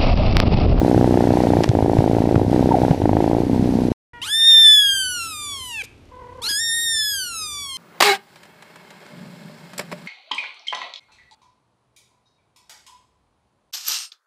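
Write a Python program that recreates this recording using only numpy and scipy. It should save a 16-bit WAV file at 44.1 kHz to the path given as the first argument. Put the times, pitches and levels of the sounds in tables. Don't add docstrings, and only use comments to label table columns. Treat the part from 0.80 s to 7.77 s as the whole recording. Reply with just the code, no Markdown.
import sys
import numpy as np
from scipy import signal
from scipy.fft import rfft, irfft
from scipy.io import wavfile
from scipy.ndimage import uniform_filter1d

SR = 44100
rng = np.random.default_rng(int(sys.argv[2]) if len(sys.argv) > 2 else 0)


def transcribe(u):
    v = np.clip(np.atleast_2d(u).T, -1, 1)
    q = np.round(v * 32767).astype(np.int16)
    wavfile.write(sys.argv[1], SR, q)


N = 307377
T = np.arange(N) / SR

# first and last sharp snap in seconds, number of cycles,
# how many ms longer each cycle is than the one before.
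PURR_RUNS = [(.017, .770, 23, .035), (.916, 1.632, 20, -.08), (1.699, 2.178, 15, 0),
             (2.219, 2.620, 11, -.3), (2.650, 3.100, 14, 0)]
# start in seconds, sharp snap dB at start and end, soft snap
# dB at start and end, windpipe ring in dB against the snap, sharp and soft width in ms,
# windpipe pitch in Hz, its ring time in seconds, hiss in dB.
BREATHS = [(0, -2.5, -2.5, -4.5, -8.5, -10, 0.41, 0.73, 294, 0.063, -35),
           (0.887, -2.5, -8, -7.5, -3.5, -9, 0.36, 0.62, 292, 0.053, -38.5),
           (1.658, -4, -6, -3, -11.5, -11.5, 0.43, 0.77, 270, 0.083, -36),
           (2.184, -1, -7, -11.5, -4, -4.5, 0.31, .64, 299, 0.039, -39),
           (2.645, -13.5, -15.5, -7.5, -10.5, 1.5, 0.49, 0.66, 255, 0.058, -38)]
SOFT_SNAP_DELAY = [.505, .545]
# frequency in Hz, relative level in dB.
RUMBLE_TONE = [(15, -41.5), (25, -32.5), (102, 13), (154, -5), (294, -14), (364, 0), (415, -7), (705, -6.5),
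               (904, -22.5), (1160, -54), (1300, -35), (1690, -61), (2860, -120)]
HISS_TONE = [(530, -32.5), (900, -1), (1180, -18.5), (1970, -16.5), (3020, -21.5), (3950, -20.5),
             (6190, -25.5), (6700, -28.5), (12000, -33), (13100, -34)]
# start in seconds, level in dB, pitch in Hz, ring time in seconds.
PAW_BUMPS = [(0.162, -3.5, 130, 0.1), (0.785, -2.5, 148, 0.043), (0.891, 4, 115, .06),
             (1.023, -4, 90, 0.061), (1.186, 9, 121, 0.039), (1.56, 4, 113, 0.047), (2.03, -1, 140, 0.039),
             (2.107, 10.5, 154, 0.032)]
# start and length in seconds,
# first and last pitch in Hz, level in dB.
SQUEAKS = [(0.645, 0.011, 630, 555, -13), (1.907, 0.024, 962.3, 870, -11), (1.939, 0.015, 804, 752, -6.5),
           (1.967, 0.013, 680, 640, -13), (2.033, 0.0085, 776, 735, -9.5), (2.131, 0.011, 795, 754, -18.5),
           (5.028, 0.014, 516, 416, -37.5), (5.705, 0.0099, 330, 280, -33.5)]
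# start in seconds, peak in dB, top frequency in Hz, fade in ms.
CLAW_TICKS = [(.8364, -10, 3600, 1.2), (.8422, -6, 2600, .9), (.8574, -28, 5000, 1.5),
              (.8906, -12, 3500, 1.0), (.9004, -26, 5000, 1.0), (1.1855, -18, 2000, 1.5),
              (1.5565, -14, 2000, 3), (2.1086, -14, 2200, 2.5), (5.1794, -50, 5000, 2.5),
              (5.2544, -50, 8000, 2.5), (5.2894, -48, 5000, 1.5), (5.3547, -50, 8000, 1.5),
              (5.5744, -48, 9000, .8)]
# time in seconds, second harmonic in Hz, level in dB, trill from 0 to 1.
MURMURS = [
    [(3.333, 961, -32, 0.34), (3.345, 954, -40.5, 0.09), (3.443, 936, -58, 0.24), (3.475, 860, -45, 0.3),
     (3.5, 900, -38, 0.1)],
    [(5.3, 1002, -48, 0.86), (5.332, 1021, -45, 0.28), (5.44, 972, -42.5, 0.47), (5.594, 995, -44, 0.64),
     (5.676, 832, -50, 0.6), (5.684, 977, -49, 0.7), (5.72, 940, -50, 0.8)],
]
MURMUR_HARMONICS = [
    [-11, 0.0012, -3, 1.5, -10.5, -12, -16.5],
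    [-3.5, 0.0039, -18, -21, -32, -33, -41],
]
# frequency in Hz, relative level in dB.
ROOM_TONE = [(15, -43.5), (25, -12), (97, -3), (173, -17), (269, -11), (387, -16), (430, -14.5),
             (477, -20.5), (1760, -31.5), (2410, -30), (3130, -33), (5850, -40.5), (12800, -52),
             (16600, -89), (22000, -120)]
# time in seconds, pitch in Hz, base level in dB,
# mouth resonance in Hz, its relative strength in dB.
MEOWS = [
    [(3.418, 904, -50, 2960, 23), (3.465, 1363, -42, 3400, 15.5), (3.5, 1654, -36.5, 3420, 8.5),
     (3.53, 1735, -35, 3420, 16), (3.586, 1807, -34.5, 3420, 18), (3.68, 1821, -33.5, 3490, 26.5),
     (3.82, 1787, -29.5, 3550, 24.5), (3.934, 1730, -30, 3610, 23), (4.07, 1626, -32.5, 3300, 17),
     (4.15, 1591, -33, 3470, 14.5), (4.36, 1443, -37, 3330, 8), (4.42, 1358, -39.5, 3260, 16),
     (4.447, 1353, -39, 3240, 7), (4.555, 1208, -42, 3280, 7.5), (4.69, 1165, -44.5, 3420, 10.5),
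     (4.9, 965, -47.5, 2900, 10), (4.995, 845, -54.5, 2500, 26.5), (5.022, 752, -53, 2350, 23.5)],
    [(5.62, 1075, -47.5, 3800, 17), (5.645, 1350, -41.5, 4000, 16.5), (5.684, 1470, -40, 4340, 18.5),
     (5.69, 1650, -31, 4320, -8), (5.703, 1710, -31, 4310, -10), (5.72, 1626, -32, 4260, -10),
     (5.77, 1676, -29.5, 4150, -3), (5.816, 1857, -31.5, 4000, 5.5), (5.9, 1824, -29.5, 3860, 0),
     (6.04, 1857, -32, 3750, 8.5), (6.12, 1828, -31, 3680, 4), (6.2, 1748, -32.5, 3610, 7),
     (6.32, 1658, -32.5, 3500, 3), (6.4, 1544, -35, 3500, 5), (6.46, 1448, -38, 3380, 7),
     (6.6, 1272, -39.5, 3530, 0), (6.7, 1186, -41.5, 3700, 6.5), (6.85, 1127, -44.5, 3600, 12),
     (6.955, 1040, -46, 3530, 17.5)],
]
# one meow's lowest harmonic in dB above the base, low and high Hz of its strongest breath.
MEOW_VOICES = [(4.7, 2800, 5200), (1.2, 3750, 5100)]
# frequency in Hz, relative level in dB.
OVERTONES = [(1700, -8.5), (2700, -1.5), (3600, -6.5), (5000, 2), (7000, -1), (9000, -1), (11000, -4),
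             (13200, -13)]
# start and length in seconds, noise in dB, shake as a share of the pitch.
RASPS = [(3.416, .1, -41, .045), (4.41, .06, -58, .006), (5.02, .005, -36, .02), (5.028, .03, -43, .0),
         (5.618, .075, -38, .018), (5.685, .045, -35, .03)]
# start and length in seconds, change of level in dB.
CATCHES = [(3.454, .05, 0.5), (6.44, 0.026, -2.5), (6.587, 0.033, -2), (6.865, .03, -3)]
# start and length in seconds, level in dB.
AIR_LEAKS = [(4.17, 0.86, -55), (4.42, .12, -55), (5.797, 0.55, -47), (6.306, 0.39, -59)]

DROP_S, BACK_S, STOP_S = 3.093, 3.101, 3.121
SECOND_SCENE_S = 3.333
TURN_HZ, TURN_S = 28, 0.042
TURN_SHARP_DB, TURN_SOFT_DB, TURN_RING_DB, TURN_HISS_DB = -11.5, -6, 3, -2.5


def undb(db):
    return 10 ** (np.asarray(db) / 20)


def level(x, db):
    return x * undb(db) / np.sqrt(np.mean(x ** 2))


def tone_db(hz, table):
    freqs, db = np.transpose(table)
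    return np.interp(np.log(np.maximum(hz, 1)), np.log(freqs), db)


def noise(table):
    spectrum = rfft(rng.standard_normal(N))
    hz = np.arange(len(spectrum)) * SR / N
    return level(irfft(spectrum * undb(tone_db(hz, table)), N), 0)


def band(x, lo_hz, hi_hz, order=2):
    return signal.sosfilt(signal.butter(order, [lo_hz, hi_hz], "band", fs=SR, output="sos"), x)


def walk(rate):
    hold = int(SR / rate)
    steps = np.repeat(rng.standard_normal(N // hold + 1), hold)
    return 1.3 * uniform_filter1d(uniform_filter1d(steps, hold), hold)[:N]


def add(out, start_s, x):
    i = int(start_s * SR)
    out[i:i + len(x)] += x[:len(out) - i]


def span(start_s, end_s, ramp_s):
    return np.clip(np.minimum(T - start_s, end_s - T) / ramp_s, 0, 1)


def ring(t, hz, db, ring_s):
    return undb(db) * np.sin(2 * np.pi * hz * t) * np.exp(-np.log(1000) * np.abs(t) / ring_s)


def throat_cycles():
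    snaps = [PURR_RUNS[0][0] - 1 / TURN_HZ]
    for first, last, count, slow_ms in PURR_RUNS:
        turn_cycles = round((first - snaps[-1]) * TURN_HZ)
        snaps += list(np.linspace(snaps[-1], first, turn_cycles + 1)[1:-1])
        k = np.arange(count + 1)
        snaps += list(first + (last - first) * k / count + slow_ms / 2000 * k * (k - count))
    snaps += [snaps[-1] + 1 / TURN_HZ]
    return np.interp(T, snaps, np.arange(len(snaps)) - .5) + .001


def breathing():
    starts = np.append(np.transpose(BREATHS)[0], STOP_S)
    place = np.minimum(np.interp(T, starts, np.arange(len(starts))), len(BREATHS) - 1e-6)
    turn = sum(np.exp(-((T - s) / TURN_S) ** 2) for s in starts[1:-1])
    return place.astype(int), place % 1, turn


def snap(width_ms, pipe_hz, pipe_db, ring_s):
    t = np.arange(2600) / SR - .003
    widths = t * 1000 / width_ms
    pulse = -1.6 * widths * np.exp(-widths ** 2 / 2)
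    windpipe = ring(t, pipe_hz, pipe_db, ring_s)
    chest = ring(t, hz=141, db=-22, ring_s=0.038)
    nose = ring(t, hz=763, db=-16, ring_s=0.012)
    return pulse - (t > 0) * (windpipe + chest) - nose


def purr(muffle_hz=1019):
    cycles = throat_cycles()
    breath, through, turn = breathing()
    columns = np.transpose(BREATHS)[:, breath]
    _, sharp0, sharp1, soft0, soft1, pipe_db, *width_ms, pipe_hz, ring_s, hiss_db = columns
    sharp_db = sharp0 + (sharp1 - sharp0) * through + TURN_SHARP_DB * turn
    soft_db = soft0 + (soft1 - soft0) * through + TURN_SOFT_DB * turn
    snaps, chance = np.zeros(N), rng.standard_normal((200, 2, 4))
    purring = T < STOP_S
    for k in range(int(cycles[purring][-1])):
        delay = SOFT_SNAP_DELAY[breath[np.searchsorted(cycles, k + 1)] % 2]
        for soft, db in enumerate([sharp_db, soft_db]):
            late, size, wide, tune = chance[k, soft]
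            at = np.interp(k + .5 + soft * delay, cycles[purring], T[purring])
            at += (0.00043 + 0.00054 * soft) * late
            i = int(at * SR)
            shape = snap(width_ms[soft][i] * (1 + 0.13 * wide), pipe_hz[i] * (1 + 0.11 * tune),
                         pipe_db[i] + TURN_RING_DB * turn[i] - 3 * soft, ring_s[i])
            add(snaps, at - .003, (-1) ** breath[i] * undb(db[i] + .9 * size) * shape)
    settle = .3 + np.exp(-(2 * cycles % 1) / .3)
    shudder = settle * undb(-21 + 2 * walk(30.06)) * band(noise(RUMBLE_TONE), 22, 750, order=1)
    muffled = signal.sosfiltfilt(signal.butter(7, muffle_hz, fs=SR, output="sos"), snaps + shudder)
    puff = np.exp(-((cycles - .5) % 1) / 0.14) * undb(.5 * sharp_db - 35.5 + 3.16 * walk(22))
    hiss_db = uniform_filter1d(hiss_db, SR // 10) + TURN_HISS_DB * turn + walk(24.93)
    hiss = undb(hiss_db) * noise(HISS_TONE)
    return muffled + puff * level(band(rng.standard_normal(N), 1250, 2660), 0) + hiss


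def paw_bumps():
    out, t = np.zeros(N), np.arange(6000) / SR
    for start, db, hz, ring_s in PAW_BUMPS:
        add(out, start, ring(t, hz, db, ring_s) * (1 - np.exp(-t / 0.0036)))
    return out


def squeaks():
    out = np.zeros(N)
    for start, length, first_hz, last_hz, db in SQUEAKS:
        through = np.arange(int(length * SR)) / (length * SR)
        phase = 2 * np.pi * np.cumsum(first_hz + (last_hz - first_hz) * through) / SR
        add(out, start, undb(db) * np.sin(np.pi * through) ** 1.3 * np.sin(phase))
    return out


def claw_ticks():
    out, t = np.zeros(N), np.arange(6000) / SR
    for start, db, top_hz, fade_ms in CLAW_TICKS:
        scrape = band(rng.standard_normal(len(t)) * np.exp(-1000 * t / fade_ms), 350, top_hz)
        add(out, start, undb(db) * scrape / np.max(np.abs(scrape)))
    return out


def murmurs(trill_hz=38):
    out = np.zeros(N)
    trill = np.sin(2 * np.pi * np.cumsum(trill_hz + 8 * walk(13)) / SR)
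    for call, harmonics in zip(MURMURS, MURMUR_HARMONICS):
        times, *columns = np.transpose(call)
        second_hz, db, depth = (np.interp(T, times, c) for c in columns)
        pitch_hz = second_hz / 2 * (1 + 0.066 * depth * walk(400))
        phase = 2 * np.pi * np.cumsum(pitch_hz) / SR
        voice = sum(undb(harmonic_db + 5.4 * depth * walk(60)) * np.sin(k * phase)
                    for k, harmonic_db in enumerate(harmonics, 1))
        fade = span(times[0] - .01, times[-1] + 0.011, 0.054)
        out += np.sqrt(2) * undb(db) * (1 + depth * trill) * voice * fade
    return out


def meows(mouth_width_hz=420, breath_db=-32):
    out, air = np.zeros(N), rng.standard_normal(N)
    shake = sum(share * span(s, s + length, .4 * length) for s, length, _, share in RASPS)
    wobble = .002 * walk(60) + 0.0035 * walk(14) + 0.0011 * walk(35) + (0.00094 + shake) * walk(900)
    catch_db = sum(db * span(s, s + length, .5 * length) for s, length, db in CATCHES)
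    leak = sum(undb(db) * span(s, s + length, 0.14 * length) for s, length, db in AIR_LEAKS)
    for call, (lowest_db, lo_hz, hi_hz) in zip(MEOWS, MEOW_VOICES):
        times, *columns = np.transpose(call)
        hold = 700 * (times[-1] > 6.9)
        on = slice(int(times[0] * SR) - 100, int(times[-1] * SR) + hold)
        hz, db, mouth_hz, boost_db = (np.interp(T[on], times, c) for c in columns)
        phase = 2 * np.pi * np.cumsum(hz * (1 + wobble[on])) / SR
        voice = undb(lowest_db + np.log2(hz / 1700) + walk(25)[on]) * np.sin(phase)
        waver = undb(1.1 * walk(30)[on])
        for k in range(2, 18):
            mouth = undb(boost_db) / (1 + ((k * hz - mouth_hz) / mouth_width_hz) ** 2) ** 0.93
            overtone = undb(tone_db(k * hz, OVERTONES) + 3.2 * walk(18)[on])
            gain = np.hypot(overtone, mouth * waver) * (k * hz < 14000)
            voice += gain * np.sin(k * phase + 2 * np.pi * rng.random())
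        hiss = level(band(air, lo_hz, hi_hz, order=3), 0) + level(band(air, hi_hz, 12000), -2.5)
        breath = (undb(db + breath_db) + leak[on]) * undb(2 * walk(40)[on]) * hiss[on]
        fade_in = np.minimum(1, np.arange(len(voice)) / 100)
        out[on] += (np.sqrt(2) * undb(db + catch_db[on]) * voice + breath) * fade_in
    return out


def rasps():
    rough = level(band(rng.standard_normal(N), 2200, 9000, order=1), 0) * undb(4 * walk(150))
    return rough * sum(undb(db) * span(s, s + length, .3 * length) for s, length, db, _ in RASPS)


def small_room(x, ring_s=0.41, echo_db=-18.5):
    t = np.arange(int(.6 * SR)) / SR
    tail = rng.standard_normal(len(t)) * np.exp(-np.log(1000) * t / ring_s) * (t > .004)
    tail = band(tail, 200, 5600, order=1)
    return x + undb(echo_db) * signal.fftconvolve(x, tail / np.sqrt(np.sum(tail ** 2)))[:N]


def room_noise(voices, max_dip_db=-2, half_dip_at_db=-43):
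    loudness = uniform_filter1d(np.abs(voices), 4000)
    dip_db = max_dip_db * loudness / (loudness + undb(half_dip_at_db))
    return undb(-47.5 + dip_db + walk(6)) * noise(ROOM_TONE)


def scene():
    blanket = purr() * (span(-1, DROP_S, .002) + span(BACK_S, STOP_S, 0.0024))
    blanket += undb(-46.5) * noise(HISS_TONE) * span(DROP_S - .01, STOP_S + 0.016, 0.014)
    voices = small_room(meows() + rasps() + murmurs())
    room = (voices + room_noise(voices)) * span(SECOND_SCENE_S, 9, 0.0017)
    return np.tile(blanket + room + paw_bumps() + squeaks() + claw_ticks(), (2, 1))


def record(dry, top_hz=13250):
    rounded = .98 * np.tanh(dry / .98)
    return signal.sosfilt(signal.ellip(10, .2, 60, top_hz, fs=SR, output="sos"), rounded)


dry = scene()
out = record(dry)
transcribe(out)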